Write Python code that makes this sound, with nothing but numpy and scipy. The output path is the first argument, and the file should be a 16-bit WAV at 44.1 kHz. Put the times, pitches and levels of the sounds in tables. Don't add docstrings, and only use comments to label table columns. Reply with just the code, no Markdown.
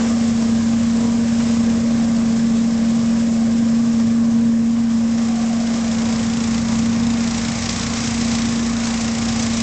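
import sys
import numpy as np
from scipy import signal
from scipy.fft import rfft, irfft
from scipy.io import wavfile
from scipy.ndimage import uniform_filter1d

SR = 44100
rng = np.random.default_rng(int(sys.argv[2]) if len(sys.argv) > 2 else 0)


def convert_level_to_amplitude(level_db):
    exponent = np.asarray(level_db, float) / 20
    return 10 ** exponent


def wav_record(signal):
    frames = np.transpose(np.atleast_2d(signal))
    bounded = np.clip(frames, -1, 1)
    quanta = np.round(bounded * 32767).astype(np.int16)
    wavfile.write(sys.argv[1], SR, quanta)


N = 424241

# [t/s, f/Hz]
FAN_PITCH = [(0, 230.42), (.53, 228.43), (1.05, 231.01), (2.06, 230.45), (2.14, 228.51), (3.11, 229.35),
             (3.48, 228.48), (3.58, 229.86), (4.8, 230.26), (5.49, 229.06), (5.72, 231.31), (5.88, 227.75),
             (6.74, 228.89), (7.04, 230.71), (8.22, 230.54), (8.31, 232.0), (9.17, 228.65), (9.62, 229.02)]
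# [t/s, level/dB]
FAN_LEVEL = [(0, -17), (.62, -16.5), (1.63, -16.5), (3.02, -16.5), (4.39, -15), (5.6, -18.5), (6.4, -19.5),
             (7.1, -17.5), (7.72, -26.5), (8.3, -19), (8.82, -21), (9.62, -20.5)]
# [multiple of firing rate, level from behind/dB, level from the side/dB]
VACUUM_TONES = [(1, -51.5, -56.5), (2, -46, -38), (3, -63, -56), (4, -46.5, -38), (5.03, -43, -39.5),
                (6, -47.5, -48.5), (7, -36.5, -42.5), (9, -37.5, -38), (10, -42.5, -48.5), (11, -57, -54),
                (13, -63, -56), (15, -54, -64.5), (16, -42.5, -49), (18, -59, -62), (20, -52, -55.5),
                (21, -54, -63), (23, -56, -62.5)]
# [t/s, firing cycle f/Hz]
TRACTOR_PITCH = [(0, 26.95), (1.5, 26.9), (2.3, 26.95), (4.8, 26.96), (5.7, 26.8), (6.3, 26.9),
                 (7.2, 26.97), (7.7, 27.13), (8.2, 26.95), (8.7, 26.88), (9.2, 27.02), (9.62, 27.05)]
# [multiple of firing rate, level from behind/dB, level from the side/dB]
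TRACTOR_TONES = [(1, -61.5, -54), (2, -54, -49), (3, -55, -51), (4, -46, -48.5), (5, -43.5, -47),
                 (6.1, -48, -50.5), (8, -45, -46), (10, -50, -57), (12, -59, -51.5), (13, -61, -52.5),
                 (14, -63.5, -54), (15, -58, -51.5), (16, -51.5, -53.5), (18, -61.5, -54), (19, -63, -53),
                 (20, -52, -60.5), (22, -58, -56.5), (24, -54, -54), (28, -62, -52), (30, -70, -62),
                 (32, -67, -62.5), (36, -54.5, -51), (40, -63, -63)]
# [t/s, turned side-on 0 to 1, nearness level/dB]
POSE = [
    (0, 0.14, 0),
    (1.5, 0.29, 2),
    (3, 0.22, 0),
    (4.6, 0.17, -4.5),
    (5.5, 0.51, -3),
    (6.5, 0.87, 0),
    (7.7, 0.97, 1),
    (9.62, 0.93, 0.5),
]
# [multiple of blade rate, level/dB]
BLADE_OVERTONES = [(3, -51), (4, -55.5), (6, -53.5), (7, -52.5)]
# [t/s, level/dB, length/s]
CLUMPS = [(0.42, -30.5, 0.024), (0.731, -31.5, 0.01), (1.401, -26.5, 0.015), (1.463, -35, 0.04),
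          (1.566, -30, 0.016), (1.996, -36.5, 0.014), (2.16, -31, 0.027), (3.996, -35, 0.033),
          (5.171, -39.5, 0.045), (5.797, -45, 0.033), (7.589, -33.5, 0.014), (7.63, -27, 0.018),
          (7.656, -27.5, 0.016), (7.689, -20, 0.033), (7.81, -26, .014), (7.937, -28, .014),
          (7.956, -26, 0.021), (8.043, -27.5, 0.033), (8.142, -29, 0.011), (8.84, -25.5, .045),
          (9.279, -26, 0.025), (9.394, -28, .015), (9.42, -27.5, .022), (9.57, -26, .012)]
# [t/s, flow level over the usual/dB]
LEAF_FLOW = [(0, 5.5), (.15, 5), (.7, 2.5), (1.3, 2), (1.5, 3.5), (1.75, 0.5), (2.4, 1.5), (3.3, 2),
             (3.95, 0.5), (4.6, -2), (5.2, -0.5), (6.2, 0.5), (7.1, -4), (7.35, 0), (7.68, 1), (8.2, 2),
             (8.6, -0.5), (9.62, 1)]
# [f/Hz, level per Hz/dB]
RUMBLE = [(1, -6), (5, -7), (12, -28.5), (25, -23.5), (40, -12), (70, -3.5), (110, 4), (160, 3), (210, -5),
          (280, 1), (330, -17), (450, -36.5)]
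# [f/Hz, level per Hz/dB]
ROAR_REAR = [(180, -31.5), (300, -2), (400, -9), (500, -2), (570, 0.5), (630, -8), (780, -6), (870, -14.5),
             (1000, -11), (1150, -8), (1380, -20), (1560, -11), (2200, -23.5), (2900, -44.5)]
# [f/Hz, level per Hz/dB]
ROAR_SIDE = [(180, -30.5), (300, -3.5), (429, -9), (451, 0), (657, -1.5), (691, -0.5), (763, 2.5),
             (917, -5.5), (1100, 1), (1320, -4), (2200, -7), (2860, -17.5), (4840, -120)]
# [f/Hz, level per Hz/dB]
HISS_REAR = [(900, -30.5), (1500, -9.5), (2100, -6), (3300, -6), (4350, -7.5), (5350, -3), (5800, -5.5),
             (7100, -4), (8000, -7), (8400, -4.5)]
# [f/Hz, level per Hz/dB]
HISS_SIDE = [(900, -32.5), (1500, -8.5), (2200, -1), (2900, -4), (3900, -2.5), (4550, -3.5), (5000, 0.5),
             (6900, -1), (8000, -4), (8400, 7.5)]
# [f/Hz, level/dB]
SMOOTHING = [(6500, 0), (7400, 1.5), (8000, -3), (8370, -10.5), (8700, -22), (9000, -35.5), (9300, -44)]

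BLADE_START, FIRING_AT = 0.44, 0.816
SHELL_DB, SHELL_HIDDEN_DB = -49, -23.5
SHELL_REAR_HZ, SHELL_SIDE_HZ, SHELL_SHIFT_S = 3370, 3850, 7.0
BELT_RATIO = 3.461
PASS_DB, SHADOW_DB = -36, -13.5
SHADOW_START_S, SHADOW_END_S, EDGE_S = 2.17, 6.0, 0.9
OCTAVE_DB, SWING_DB, SWING_S, SWING_TOP_S = -36.5, 3.5, 4.65, 2.4
THUD_DB = 1
SWISH_S, SWISH_LENGTH_S, SWISH_DB = 5.05, 1.13, -37
SWISH_START_HZ, SWISH_END_HZ = 775, 580
LOW_NOTE_LAG_S, LOW_NOTE_DB, LOW_NOTE_HZ = 0.28, -39.5, 510.0
HISS_DB, HISS_TURN_DB = -39, 10
ROAR_DB, ROAR_TURN_DB, ROAR_SHARE = -35.5, 3, 0.37
ROAR_NEAR, START_DB, START_S = 0.2, 5, 0.12
RUMBLE_DB, RUMBLE_NEAR, RUMBLE_SWAY_DB = -34, 0.17, 0.8
CAMERA_RATE, OFFSET = 16000, -0.0024


def evened(x):
    return x / np.sqrt(np.mean(x ** 2) + 1e-20)


def columns(rows):
    s, *values = np.transpose(rows)
    t = np.arange(N) / SR
    return [np.interp(t, s, v) for v in values]


def ramp(at, length):
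    return np.clip((np.arange(N) / SR - at) / length + 0.5, 0, 1)


def drift(hz):
    f = np.fft.rfftfreq(N, 1 / SR)
    slow = rfft(rng.standard_normal(N)) * np.exp(-(f / hz) ** 2)
    return evened(irfft(slow, N))


def resonate(x, hz, width):
    turn = np.exp(2j * np.pi * np.cumsum(hz) / SR)
    r = np.exp(-np.pi * width / SR)
    once = signal.lfilter([1 - r], [1, -r], x / turn)
    twice = signal.lfilter([1 - r], [1, -r], once)
    return evened((turn * twice).real)


def noise(spectrum, patchy_db, size=512):
    frames, hz = 4 * N // size + 5, np.fft.rfftfreq(size, 1 / SR)
    a, b, patches = rng.standard_normal((frames, len(hz), 3)).T
    patches = uniform_filter1d(patches, size=6, axis=0)
    patches = evened(uniform_filter1d(patches, size=24, axis=1))
    f, db = np.transpose(spectrum)
    shape_db = np.interp(np.log(hz + 1), np.log(f + 1), db, left=-90, right=-90)
    z = (a + 1j * b) * convert_level_to_amplitude(shape_db[:, None] + patchy_db * patches)
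    return evened(signal.istft(z, nperseg=size, noverlap=3 * size // 4)[1][:N])


def fan(cycle):
    wobble = 0.07 * drift(hz=25) + 0.43 * drift(hz=3.4)
    tone = np.sqrt(2) * np.cos(2 * np.pi * (8 * cycle + BLADE_START) + wobble)
    flutter_db = 0.5 * drift(hz=25.3) + 0.3 * drift(hz=19)
    firing_db = 0.2 * np.cos(2 * np.pi * (cycle - 0.3))
    return convert_level_to_amplitude(columns(FAN_LEVEL)[0] + flutter_db + firing_db) * tone


def engine_tones(cycle, table, side, near_db, waver_db):
    out, t = np.zeros(N), np.arange(N) / SR
    knots = np.arange(0, N / SR + 1, 0.01)

    def waver():
        steps = uniform_filter1d(rng.standard_normal(len(knots)), size=12)
        return np.interp(t, knots, evened(steps))

    for order, rear_db, side_db in table:
        swell, slip = waver(), waver()
        unrest = np.sqrt(order / 8)
        level_db = rear_db + side * (side_db - rear_db) + near_db + waver_db * unrest * swell
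        angle = 2 * np.pi * (round(order) * cycle + rng.random()) + 0.27 * unrest * slip
        out += convert_level_to_amplitude(level_db) * np.cos(angle)
    return np.sqrt(2) * out


def engines(cycle, side, near_db):
    tractor_cycle = np.cumsum(columns(TRACTOR_PITCH)[0]) / SR
    vacuum = engine_tones(cycle, VACUUM_TONES, side, near_db, 2.63)
    tractor = engine_tones(tractor_cycle, TRACTOR_TONES, side, near_db, 2.0)
    return vacuum + tractor


def puffs(cycle):
    since = cycle - FIRING_AT
    sizes = convert_level_to_amplitude(0.9 * np.clip(rng.standard_normal(400), -2, 1.5))
    size = sizes[np.floor(since).astype(int) + 1]
    return uniform_filter1d(size * np.exp(-(since % 1) / 0.15), size=170)


def muffler(beat, side):
    hz = np.interp(ramp(SHELL_SHIFT_S, 0.3), (0, 1), (SHELL_REAR_HZ, SHELL_SIDE_HZ))
    level_db = SHELL_DB + SHELL_HIDDEN_DB * (1 - side) ** 2
    bursts = evened(np.maximum(beat - 0.15, 0))
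    return convert_level_to_amplitude(level_db) * bursts * resonate(rng.standard_normal(N), hz, 620)


def mower_blades():
    hidden = ramp(SHADOW_START_S, EDGE_S) - ramp(SHADOW_END_S, EDGE_S)
    pass_db = PASS_DB + SHADOW_DB * hidden
    swing = np.cos(2 * np.pi * (np.arange(N) / SR - SWING_TOP_S) / SWING_S)
    octave_db = OCTAVE_DB + SWING_DB * swing
    hz = BELT_RATIO * columns(TRACTOR_PITCH)[0]
    angle = 2 * np.pi * np.cumsum(hz) / SR + 0.19 * drift(hz=4.5)
    first = convert_level_to_amplitude(pass_db + 1.3 * drift(hz=4.0)) * np.cos(angle)
    octave = convert_level_to_amplitude(octave_db + 2.0 * drift(hz=5.1)) * np.cos(2 * angle + 1)
    top = sum(convert_level_to_amplitude(db + 0.97 * drift(hz=1.0)) * np.cos(round(k) * angle) for k, db in BLADE_OVERTONES)
    return np.sqrt(2) * (first + octave + top)


def leaf_clumps(side):
    shape, t = np.zeros(N), np.arange(N) / SR
    for s, db, length in CLUMPS:
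        part = slice(round(s * SR), round((s + 4 * length) * SR))
        u = (t[part] - s) / length
        shape[part] += convert_level_to_amplitude(db) * np.clip(u * 6, 0, 1) * np.exp(-1.5 * u)
    crackle = noise([(600, -23.5), (1500, -5), (3000, -2.5), (5500, 5.0), (8300, -6.0)], 3.7)
    thud = noise([(300, -14), (700, -0.5), (1200, -2), (2200, -6.5), (3500, -21.5)], 2.8)
    mix = (0.8 + 0.42 * side) * crackle + convert_level_to_amplitude(THUD_DB) * (1 - side) * thud
    return shape * convert_level_to_amplitude(2.7 * drift(hz=300)) * mix


def hose_swish():
    middle = SWISH_S + SWISH_LENGTH_S / 2
    early = ramp(middle, SWISH_LENGTH_S)
    late = ramp(middle + LOW_NOTE_LAG_S, SWISH_LENGTH_S)
    breath = rng.standard_normal(N)
    slide_hz = np.interp(early, (0, 1), (SWISH_START_HZ, SWISH_END_HZ))
    upper = np.sin(np.pi * early) * resonate(breath, slide_hz, 130)
    lower = np.sin(np.pi * late) * resonate(breath, np.full(N, LOW_NOTE_HZ), 120)
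    return convert_level_to_amplitude(SWISH_DB) * upper + convert_level_to_amplitude(LOW_NOTE_DB) * lower


def air(beat, side, near_db):
    flow_db = columns(LEAF_FLOW)[0] + 0.27 * drift(hz=5.2)
    surge_db = START_DB * np.exp(-np.arange(N) / SR / START_S)
    roar_db = ROAR_DB + ROAR_TURN_DB * side + ROAR_SHARE * flow_db + ROAR_NEAR * near_db + surge_db
    hiss_db = HISS_DB + HISS_TURN_DB * side + flow_db
    rumble_db = RUMBLE_DB + RUMBLE_NEAR * near_db + RUMBLE_SWAY_DB * drift(hz=0.91)
    gusts = drift(hz=25.2)
    rear, turned = np.sqrt(1 - side), np.sqrt(side)
    roar = rear * noise(ROAR_REAR, 2.1, size=1024) + turned * noise(ROAR_SIDE, 1.0, size=1024)
    hiss = rear * noise(HISS_REAR, 0.84) + turned * noise(HISS_SIDE, 0.59)
    roar *= convert_level_to_amplitude(roar_db + 0.31 * gusts) * (0.93 + 0.29 * side * beat)
    hiss *= convert_level_to_amplitude(hiss_db + 0.77 * gusts) * (0.8 + 1.2 * side * beat)
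    return convert_level_to_amplitude(rumble_db) * noise(RUMBLE, 1.0, size=4096) + roar + hiss


def scene():
    cycle = np.cumsum(columns(FAN_PITCH)[0]) / SR / 8
    side, near_db = columns(POSE)
    side = np.clip(side, 0, 1)
    beat = puffs(cycle)
    motors = fan(cycle) + engines(cycle, side, near_db) + muffler(beat, side) + mower_blades()
    leaves_and_air = leaf_clumps(side) + hose_swish() + air(beat, side, near_db)
    return (motors + leaves_and_air)[None]


def top_cut(x):
    return signal.sosfilt(signal.butter(12, 9030, fs=SR, output="sos"), x)


def record(dry):
    size = 10 * SR
    looped = np.concatenate([dry, dry[:, :-8001:-1], dry[:, size - N - 8000:0:-1]], axis=1)
    hz, z = np.fft.rfftfreq(size, 1 / SR), rfft(looped)
    fold = CAMERA_RATE * size // SR
    z[:, fold // 2 + 1:] = 0
    z[:, fold // 2:fold + 1] = np.conj(z[:, fold // 2::-1])
    f, db = np.transpose(SMOOTHING)
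    smooth = irfft(z * convert_level_to_amplitude(np.interp(hz, f, db, right=-120)), size)[:, :N]
    return top_cut(smooth + OFFSET)


dry = scene()
out = record(dry)
wav_record(out)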